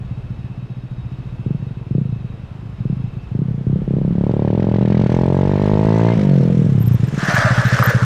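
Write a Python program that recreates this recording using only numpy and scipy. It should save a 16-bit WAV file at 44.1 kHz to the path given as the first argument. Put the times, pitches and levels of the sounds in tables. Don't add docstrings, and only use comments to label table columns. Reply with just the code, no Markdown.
import sys
import numpy as np
from scipy import signal
from scipy.fft import rfft, irfft, next_fast_len
from scipy.io import wavfile
from scipy.ndimage import uniform_filter1d, map_coordinates

SR = 44100
rng = np.random.default_rng(int(sys.argv[2]) if len(sys.argv) > 2 else 0)


def store_wav(level_fs):
    pcm = np.round(np.clip(np.atleast_2d(level_fs), -1, 1) * 32767)
    wavfile.write(sys.argv[1], SR, pcm.T.astype(np.int16))


N = 354984

# time_s, gap_ms
FIRING_GAP = [(0.01, 63.49), (1.4, 69.85), (1.466, 43.12), (3.39, 34.48), (3.46, 30.62), (3.9, 29.72),
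              (4.37, 27.57), (5.1, 23.74), (5.39, 21.36), (5.7, 19.47), (6.137, 17.1), (6.175, 19.34),
              (6.6, 25.84), (6.9, 37.57), (7.29, 57.91), (7.5, 72.59), (8.05, 75.65)]


def amp(db):
    return 10 ** (np.asarray(db) / 20)


def unit(x):
    return x / np.sqrt(np.mean(x ** 2) + 1e-20)


def curves(rows, at=None):
    knots, *cols = np.transpose(rows)
    return [np.interp(np.arange(N) / SR if at is None else at, knots, c) for c in cols]


def wobble(rate_hz):
    knots = rng.standard_normal(int(N * rate_hz / SR) + 4)
    return map_coordinates(knots, [np.arange(N) * rate_hz / SR])


def filtered(x, response):
    size = next_fast_len(N + SR // 2)
    return irfft(rfft(x, size) * response(np.fft.rfftfreq(size, 1 / SR)), size)[..., :N]


def rush(spectrum, patchy_db):
    bins = signal.stft(rng.standard_normal(N + 512), nperseg=512)[2]
    patches = uniform_filter1d(rng.standard_normal(bins.shape), size=5, axis=0)
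    patches = uniform_filter1d(patches, size=6, axis=1)
    noise = signal.istft(bins * amp(patchy_db * unit(patches)), nperseg=512)[1][:N]
    hz, db = np.transpose(spectrum)
    return unit(filtered(noise, lambda f: amp(np.interp(np.log(f + 1), np.log(hz), db, -120, -120))))


def place(times_s, rows, lead=0):
    at = np.round(times_s * SR).astype(int)[:, None] + np.arange(rows.shape[1])
    return np.bincount(at.ravel(), rows.ravel(), N + SR)[lead:lead + N]


def firings():
    # time_s, shift_ms
    timing_skips = [(0.016, -23.9), (0.311, 20.7), (0.398, -11.8), (0.451, -9.7), (0.507, 11.9),
                    (0.584, -16.5), (0.634, 8.9), (0.844, 11.5), (1.558, 6.1), (1.607, -13.6),
                    (1.721, 19.7), (1.823, 11.8), (1.959, -10.4), (1.99, -6.8), (2.064, -3), (2.102, -5.5),
                    (2.136, -5.4), (2.17, 5.4), (2.256, 13.7), (2.349, 18.3), (2.446, 38.4), (2.637, -10.8),
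                    (2.737, 18), (2.793, -18), (2.815, 10.9), (2.862, 7.6), (2.907, -6.4), (2.935, 5.2),
                    (2.977, -5.4), (3.007, 4.5), (3.049, -1.6), (3.085, 22.1), (3.179, 28.2), (3.242, 13.8),
                    (3.325, -1.8), (3.359, 5), (3.399, -7.1), (3.427, 4.5), (3.493, -4.9), (3.519, 3.6),
                    (3.554, 5.3), (3.619, 2.8), (3.653, -6.7), (3.977, -11.0), (4.024, 5.0), (4.117, -11.3),
                    (4.305, -11.4), (4.537, -6.6), (4.585, -6.3), (4.631, -6.3), (4.677, -6.7),
                    (4.748, -6.1), (4.819, -9.6), (4.909, -5.0), (5.003, -5.5), (5.07, 9.4), (6.385, 6.8),
                    (6.51, -2.8), (6.582, -3.7), (6.652, -9.4), (6.763, -4.8), (6.789, -6.0), (6.816, 10.5),
                    (6.86, -11.3), (6.92, -5.5), (6.953, 13.2), (7.006, -7.8), (7.086, 13.4),
                    (7.148, -12.5), (7.351, -19.9), (7.454, -13.2)]
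    skip_s, shift_ms = np.transpose(timing_skips)
    fire_s = [FIRING_GAP[0][0]]
    while fire_s[-1] < N / SR:
        now = fire_s[-1]
        late_ms = shift_ms[(skip_s > now) & (skip_s <= now + .012)].sum()
        fire_s.append(now + (curves(FIRING_GAP, now)[0] + late_ms) / 1000)
    return np.array(fire_s)


def throttle(fire_s):
    # start_s, held_s, boost_db, chamber_snap_db
    openings = [(1.455, .07, 12, 5), (1.9, .1, 13, 10), (2.84, .075, 13, 9.5), (3.34, .09, 12, 11),
                (3.66, .085, 8, 11.5), (3.87, 2.285, 0, 8)]
    # time_s, gain_db
    uneven = [(.11, 3), (.245, -4.5), (.305, 3), (.392, -2.5), (1.4, 3), (1.601, -6.5), (1.912, -2.5),
              (2.131, 3.5), (2.211, -0.5), (2.25, 4), (2.788, 1), (2.809, 11), (3.043, 4.5), (3.173, 5.5),
              (3.236, -0.5), (3.285, -11), (3.32, 8), (3.457, -4.5), (3.651, -8), (3.791, -4.5),
              (3.85, -11.5), (4.126, -2.5), (4.311, -3), (6.524, -2), (6.854, -10.5), (7.001, -2.5),
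              (7.037, 5)]
    settle_s, sink_s, shut_fade_s = .18, .08, .6
    start_s, held_s, boost_db, chamber_snap_db = np.transpose(openings)
    after_s = fire_s[:, None] - start_s - held_s
    opened = (after_s > -held_s) & (after_s < 0)
    tail = lambda decay_s: (after_s > 0) * np.exp(-np.abs(after_s) / decay_s)
    uneven_db = sum(db * (np.abs(fire_s - s) < .008) for s, db in uneven)
    extra_db = (opened + tail(settle_s)) @ boost_db + uneven_db
    weak_db = 1.2 * np.minimum(uneven_db, 0)
    blipped = opened @ boost_db > 0
    climb = opened * (1 + after_s / held_s) + tail(sink_s)
    pitch_ratio = 1 + .014 * (climb @ boost_db)
    snap_db = np.exp(-((after_s - .03) / .026) ** 2) @ chamber_snap_db
    shut = tail(shut_fade_s).max(axis=1) * ~opened.any(axis=1)
    return np.array([extra_db, weak_db, blipped, pitch_ratio, snap_db, shut])[..., None]


def silencer(t, hz, steepness, front_db, chamber_db, t60_s, hold):
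    chamber_hz = 179
    cycles = hz * t * np.where(t < 0, steepness, 1)
    rise = np.sin(np.pi * np.clip(2 * cycles + 1.5, 0, .5)) ** 2
    front = amp(front_db * np.clip(-2 * cycles, 0, 1))
    fade = amp(-60 * (np.maximum(t, 0) / t60_s) ** hold)
    chamber = amp(chamber_db) * np.cos(2 * np.pi * chamber_hz * t)
    return rise * front * fade * (np.cos(2 * np.pi * cycles) + chamber)


def pipe(t, stage, tuning, shut, scatter):
    # base_hz, level_db, base_t60_s, full_load_gain_db
    modes = [(334, 24, 0.0097, -5.5), (463.7, -6, 0.077, -8), (616, -10.5, 0.063, 9.5),
             (856, -3.5, 0.027, 6)]
    load = np.clip(stage / 3 - 1, 0, 1)
    pitch_ratio = tuning + .21 * shut
    ring = 0
    for k, (base_hz, level_db, base_t60_s, load_db) in enumerate(modes):
        ringing = (k > 0) * shut ** .35
        mode_db = level_db + load_db * load + 12 * ringing + (1.5 + k / 2) * scatter[k]
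        t60_s = base_t60_s * (1 + .8 * ringing)
        attack = 1 - np.exp(-t / (.00006 + .005 * ringing))
        ring += attack * amp(mode_db - 60 * t / t60_s) * np.sin(2 * np.pi * base_hz * pitch_ratio * t)
    return ring


def pipe_mouth(hz):
    notch_hz, width_hz, depth = 773, 167, .51
    low_cut = 1 / (1 + (55 / (hz + 1)) ** 4)
    damping = 1j * hz * width_hz
    return low_cut * (1 - depth * damping / (notch_hz ** 2 - hz ** 2 + damping))


def exhaust(fire_s):
    # time_s, base_level_db, stage
    ride = [(0, -27.5, 0.66), (1.35, -27.5, -0.5), (1.45, -30.5, 1.5), (1.85, -29.5, 2), (2.75, -31, 1),
            (3.3, -32, 1.5), (3.5, -26, 1.9), (3.62, -25, 2.5), (3.85, -25, 4), (3.9, -18.5, 3.5),
            (4.3, -15.5, 6), (5, -12.5, 5.5), (5.5, -13, 7), (6.1, -10.5, 7.5), (6.158, -14.5, 5),
            (6.17, -10.5, 4.5), (6.3, -12, 4), (6.5, -11, 3), (6.8, -11, 2.12), (6.96, -10, 1.5),
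            (7.08, -21, 2.5), (7.25, -19.5, 3.5), (7.5, -14, 0), (8.05, -13.5, 0.43)]
    # stage, silencer_hz, t60_s, hold_exponent, steepness, front_db, chamber_db,
    # cutoff_hz, pipe_db
    puff_shapes = [(0, 125, 0.048, 3.7, 1.1, -17, -10.5, 447, -26),
                   (1, 115.7, 0.042, 1.8, 1.25, -3, -11.5, 450, -24.5),
                   (2, 118.4, 0.05, 1.18, 1.196, 0, -19.5, 610, -19.5),
                   (3, 146, 0.061, 1.4, 1.7, 1.5, -2.5, 645, -9.5),
                   (4, 140.6, 0.08, 1.74, 1.9, 3.5, -4.5, 865, -14),
                   (5, 125.6, 0.062, 1.02, 2.46, -3.5, 11, 1220, -15.5),
                   (6, 120.6, 0.025, 1.84, 2.16, 5, -8, 1480, -8)]
    blip_shape = (126, .03, 3.2, 2.1, -1.5, -10, 580, -14.5)
    # time_s, pitch_ratio, cutoff_ratio
    pipe_tuning = [(0, .86, 1), (3.9, .85, .78), (4.3, .88, .68), (4.8, .92, .84), (5.7, 0.99, 1),
                   (6.15, 1.03, 1), (6.17, .9, 1), (6.6, .89, .9), (7, .86, .8), (8.05, .84, 1)]
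    # time_s, gain_db
    stutters = [(6.4013, -4.5), (6.845, -5.5), (7.089, -6), (7.129, -3)]
    stutter_s, stutter_db = np.transpose(stutters)
    fire_s = np.append(fire_s, stutter_s)
    lead = SR // 100
    t = (np.arange(SR // 10) - lead) / SR
    level_db, stage = curves(ride, fire_s[:, None])
    tuning, cutoff_ratio = curves(pipe_tuning, fire_s[:, None])
    extra_db, weak_db, blipped, pitch_ratio, snap_db, shut = throttle(fire_s)
    extra_db[-len(stutters):, 0] += stutter_db
    shape = [np.where(blipped, blip, usual) for usual, blip in zip(curves(puff_shapes, stage), blip_shape)]
    base_hz, t60_s, hold, steepness, front_db, chamber_db, cutoff_hz, pipe_db = shape
    scatter = rng.standard_normal((len(fire_s), 8)).T[..., None]
    pitch_scatter, level_scatter, chamber_scatter, *mode_scatter, cutoff_scatter = scatter

    hz = base_hz * pitch_ratio * (1 + .008 * pitch_scatter)
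    chamber_db = chamber_db + snap_db + .5 * chamber_scatter
    thud = silencer(t, hz, steepness, front_db + weak_db, chamber_db, t60_s, hold)
    since_front_s = np.maximum(t + .5 / (hz * steepness), 0)
    ring = pipe(since_front_s, stage, tuning, shut, mode_scatter)

    gap_samples = curves(FIRING_GAP, fire_s[:, None])[0] * SR / 1000
    fill_gap = lambda rows: rows * np.sqrt(gap_samples / np.sum(rows ** 2, axis=1, keepdims=True))
    puffs = fill_gap(thud) + amp(pipe_db + weak_db) * fill_gap(ring)
    puffs *= amp(level_db + extra_db + .5 * level_scatter)
    cutoff_hz = cutoff_hz * cutoff_ratio * np.exp(.1 * cutoff_scatter)
    lowpass = 1 / (1 + (np.fft.rfftfreq(len(t), 1 / SR) / cutoff_hz) ** 4)
    puffs = irfft(rfft(puffs) * lowpass, len(t))
    return filtered(place(fire_s, puffs, lead), pipe_mouth)


def lot_echo(x, t60_s=.35):
    t = np.arange(SR // 3) / SR
    tail = rng.standard_normal(len(t)) * amp(-60 * t / t60_s) * (t > .012)
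    return signal.fftconvolve(x, tail / np.linalg.norm(tail))[:N]


def town():
    # time_s, noise_db, hum_db
    levels = [(0, -43.5, -59.5), (3.25, -43, -60), (3.4, -43, -68), (4.3, -40, -79.5), (6.5, -36.5, -77),
              (8.05, -36, -78)]
    # freq_hz, density_db
    spectrum = [(130, -3.5), (250, 0.5), (500, -9), (1000, -13), (2000, -21.5), (3200, -24.5),
                (5000, -35.5), (8000, -44), (14000, -54)]
    # centre_hz, width_hz, relative_db
    bands = [(2620, 200, 0), (3780, 60, -1), (4120, 45, -11), (4480, 45, -11), (5050, 55, -10),
             (5260, 50, -14), (6140, 45, -19)]
    noise_db, hum_db = curves(levels)
    hum = 0
    for centre_hz, width_hz, db in bands:
        resonance = lambda hz: 1 / np.abs(1 + 2j * (hz - centre_hz) / width_hz) ** 2
        hum += amp(db + 1.6 * wobble(3.1)) * filtered(rng.standard_normal(N), resonance)
    return amp(noise_db + .5 * wobble(2.5)) * rush(spectrum, patchy_db=.7) + amp(hum_db) * unit(hum)


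def wind():
    # time_s, level_db
    levels = [(0, -32), (.7, -39), (1.3, -31.5), (2, -36), (2.7, -32), (3.3, -35), (3.8, -31), (5, -32),
              (5.8, -31), (6.8, -37), (8, -38)]
    # freq_hz, density_db
    spectrum = [(15, -19), (30, -12), (50, -10), (80, -10), (130, -17), (200, -32)]
    return amp(curves(levels)[0]) * unit(amp(2.2 * wobble(6)) * rush(spectrum, patchy_db=2))


def clatter(fire_s):
    # time_s, rattle_db, sizzle_db
    levels = [(3.6, -68, -77.5), (4.61, -45, -81), (5.12, -39.5, -58.5), (5.32, -46, -64.5),
              (6.03, -42, -59), (6.85, -52.5, -59.5), (7.18, -40.5, -48)]
    # time_s, floor_gain
    floor = [(3.6, .15), (4.7, .15), (5.1, .25), (5.8, .5), (7.2, .6)]
    # freq_hz, density_db
    rattle_spectrum = [(680, -25), (1150, -10.5), (1630, -7), (1940, -7.5), (2430, -11.5), (3970, -17.5),
                       (6500, -31.5), (8450, -52.5), (14300, -120)]
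    # freq_hz, density_db
    sizzle_spectrum = [(5000, -3), (6500, -7.5), (9000, -14.5), (12000, -27.5), (15000, -31)]
    lag_s, half_width_s, lead = .0012, .0032, SR // 100
    t = (np.arange(SR // 20) - lead) / SR
    bursts = amp(1.6 * rng.standard_normal((len(fire_s), 1))) * np.exp(-((t - lag_s) / half_width_s) ** 2)
    bursts = 1.5 * signal.lfilter([.006], [1, -.994], bursts)
    beats = curves(floor)[0] + place(fire_s, bursts, lead)
    rattle_db, sizzle_db = curves(levels)
    rattle = amp(rattle_db + .75 * wobble(3.6)) * unit(beats * rush(rattle_spectrum, patchy_db=1.05))
    sizzle = amp(sizzle_db + 1.3 * wobble(10)) * unit(beats * rush(sizzle_spectrum, patchy_db=-3.5))
    return rattle + sizzle


def gear_whine(teeth_per_firing=36):
    # time_s, level_db
    levels = [(4.9, -90), (5.3, -58), (5.6, -49), (6.08, -41.5), (6.13, -34), (6.16, -86)]
    mesh_hz = teeth_per_firing * 1000 / uniform_filter1d(curves(FIRING_GAP)[0], size=SR // 50)
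    phase = 2 * np.pi * np.cumsum(mesh_hz) / SR
    return amp(curves(levels)[0] + .57 * wobble(23)) * np.sin(phase + .72 * wobble(60))


def thin_tones():
    # start_s, end_s, pitch_hz, relative_db
    tones = [(6.04, 6.14, 4290, -61), (6.27, 6.49, 4290, -63.5), (6.719, 7.1, 3710, -67)]
    t = np.arange(N) / SR
    sound = 0
    for start_s, end_s, hz, db in tones:
        gate = np.clip(np.minimum(t - start_s, end_s - t) / .04, 0, 1)
        sound += amp(db + 8 + 2.5 * wobble(19)) * gate * np.sin(2 * np.pi * hz * t + 1.6 * wobble(30))
    return sound


def brake_squeaks():
    # start_s, relative_db, pitch_hz
    squeaks = [(6.797, -42, 13400), (6.808, -36, 13400), (6.822, -33, 13000), (6.86, -33, 13400),
               (6.873, -29, 13200), (6.929, -39, 13400), (6.939, -37, 13400), (7.069, -48, 13500),
               (7.251, -43, 13600), (7.32, -43, 13400), (7.347, -33, 13500), (7.449, -48, 13500),
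               (7.554, -49, 13600), (7.642, -45, 13300), (7.668, -40, 12900), (7.681, -37, 13500),
               (7.785, -42, 13600), (7.835, -22, 12900), (7.855, -21, 13500), (7.896, -30, 13600)]
    start_s, db, hz = np.transpose(squeaks)[..., None]
    t = np.arange(SR // 25) / SR
    slip_rad = 5.4 * uniform_filter1d(rng.standard_normal((len(squeaks), len(t))), size=140, axis=1)
    ring = np.sin(2 * np.pi * hz * t + slip_rad) + .3 * np.sin(2 * np.pi * (hz + 260) * t)
    return place(start_s[:, 0], amp(db - 3) * np.exp(-((t - .006) / .0049) ** 2) * ring)


def tyre_scrub():
    # time_s, howl_db, scrape_relative_db
    levels = [(7.08, -56, 2.5), (7.15, -45.5, -2), (7.19, -32, 1.5), (7.3, -20.5, -3), (7.38, -19.5, -1),
              (7.46, -20.5, 0.5), (7.5, -22, -1.5), (7.57, -24.5, 0.5), (7.7, -23, -3.5), (7.78, -25, -2.5),
              (7.82, -24, 1.5), (7.86, -23.5, 0.5), (7.9, -23, -3), (7.96, -28, -3), (8, -29, 2),
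              (8.05, -36, 5.5)]
    # freq_hz, density_db
    howl_spectrum = [(1150, -41), (1450, -1), (1700, 7.5), (1900, 0), (2200, -8.5), (2700, -34),
                     (3400, -59)]
    # freq_hz, density_db
    scrape_spectrum = [(750, -11.5), (950, -11), (1200, -5), (1350, -3.5), (1550, -3.5), (1900, -64)]
    # freq_hz, density_db
    shake_spectrum = [(2, 3), (60, 0.5), (130, -7), (300, -21)]
    # freq_hz, density_db
    grit_spectrum = [(1350, -33), (2300, -6), (3100, -9), (5900, -12), (12200, -35), (13700, -34.5),
                     (15000, -43)]
    # start_s, level_db
    cracks = [(7.287, -29), (7.333, -31), (7.419, -29), (7.5, -31), (7.687, -31), (7.727, -34)]
    howl_db, scrape_db = curves(levels)
    braking_s = np.maximum(np.arange(N) / SR - levels[0][0], 0)
    grip = amp(.76 * wobble(130) + .77 * wobble(35))
    howl = unit(grip * rush(howl_spectrum, patchy_db=1.2))
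    scrape = amp(scrape_db) * unit(grip * rush(scrape_spectrum, patchy_db=1.5))
    carcass_hz, carcass_db = 703 - 205 * braking_s, -8 + 6 * braking_s
    note = np.sin(2 * np.pi * np.cumsum(carcass_hz) / SR)
    carcass = amp(carcass_db) * unit(note * rush(shake_spectrum, patchy_db=-1.5))
    grains = grip * amp(1.25 * wobble(300) + 1.46 * wobble(12))
    grit = amp(-8.5) * unit(grains * rush(grit_spectrum, patchy_db=2.5))
    scrub = amp(howl_db) * (howl + scrape + carcass + grit) * (braking_s > 0)
    crack_s, crack_db = np.transpose(cracks)
    t = np.arange(SR // 30) / SR
    bursts = place(crack_s, amp(crack_db[:, None]) * np.exp(-((t - .004) / .0029) ** 2))
    return scrub + bursts * rush(grit_spectrum, patchy_db=-9)


def stone_knocks(ring_hz=1250, t60_s=.013, attack_s=.00024):
    # start_s, level_db
    knocks = [(7.79, -2), (7.826, 0)]
    start_s, db = np.transpose(knocks)
    t = np.arange(SR // 30) / SR
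    noise = uniform_filter1d(rng.standard_normal((len(knocks), len(t))), size=14, axis=1)
    envelope = amp(db[:, None] - 60 * t / t60_s) * (1 - np.exp(-t / attack_s))
    return place(start_s, envelope * (np.sin(2 * np.pi * ring_hz * t) + .6 * noise))


def scene():
    fire_s = firings()
    puffs = exhaust(fire_s)
    echo = amp(-21) * lot_echo(puffs)
    machine = clatter(fire_s) + gear_whine() + thin_tones()
    stopping = tyre_scrub() + stone_knocks() + brake_squeaks()
    return (puffs + echo + machine + stopping + town() + wind())[None]


def record(dry):
    low_cut_hz, ceiling, top_hz = 22, .85, 15272
    x = filtered(dry, lambda hz: 1j * hz / (low_cut_hz + 1j * hz))
    x = x / (1 + np.abs(x / ceiling) ** 4) ** .25
    return filtered(x, lambda hz: hz < top_hz)


dry = scene()
out = record(dry)
store_wav(out)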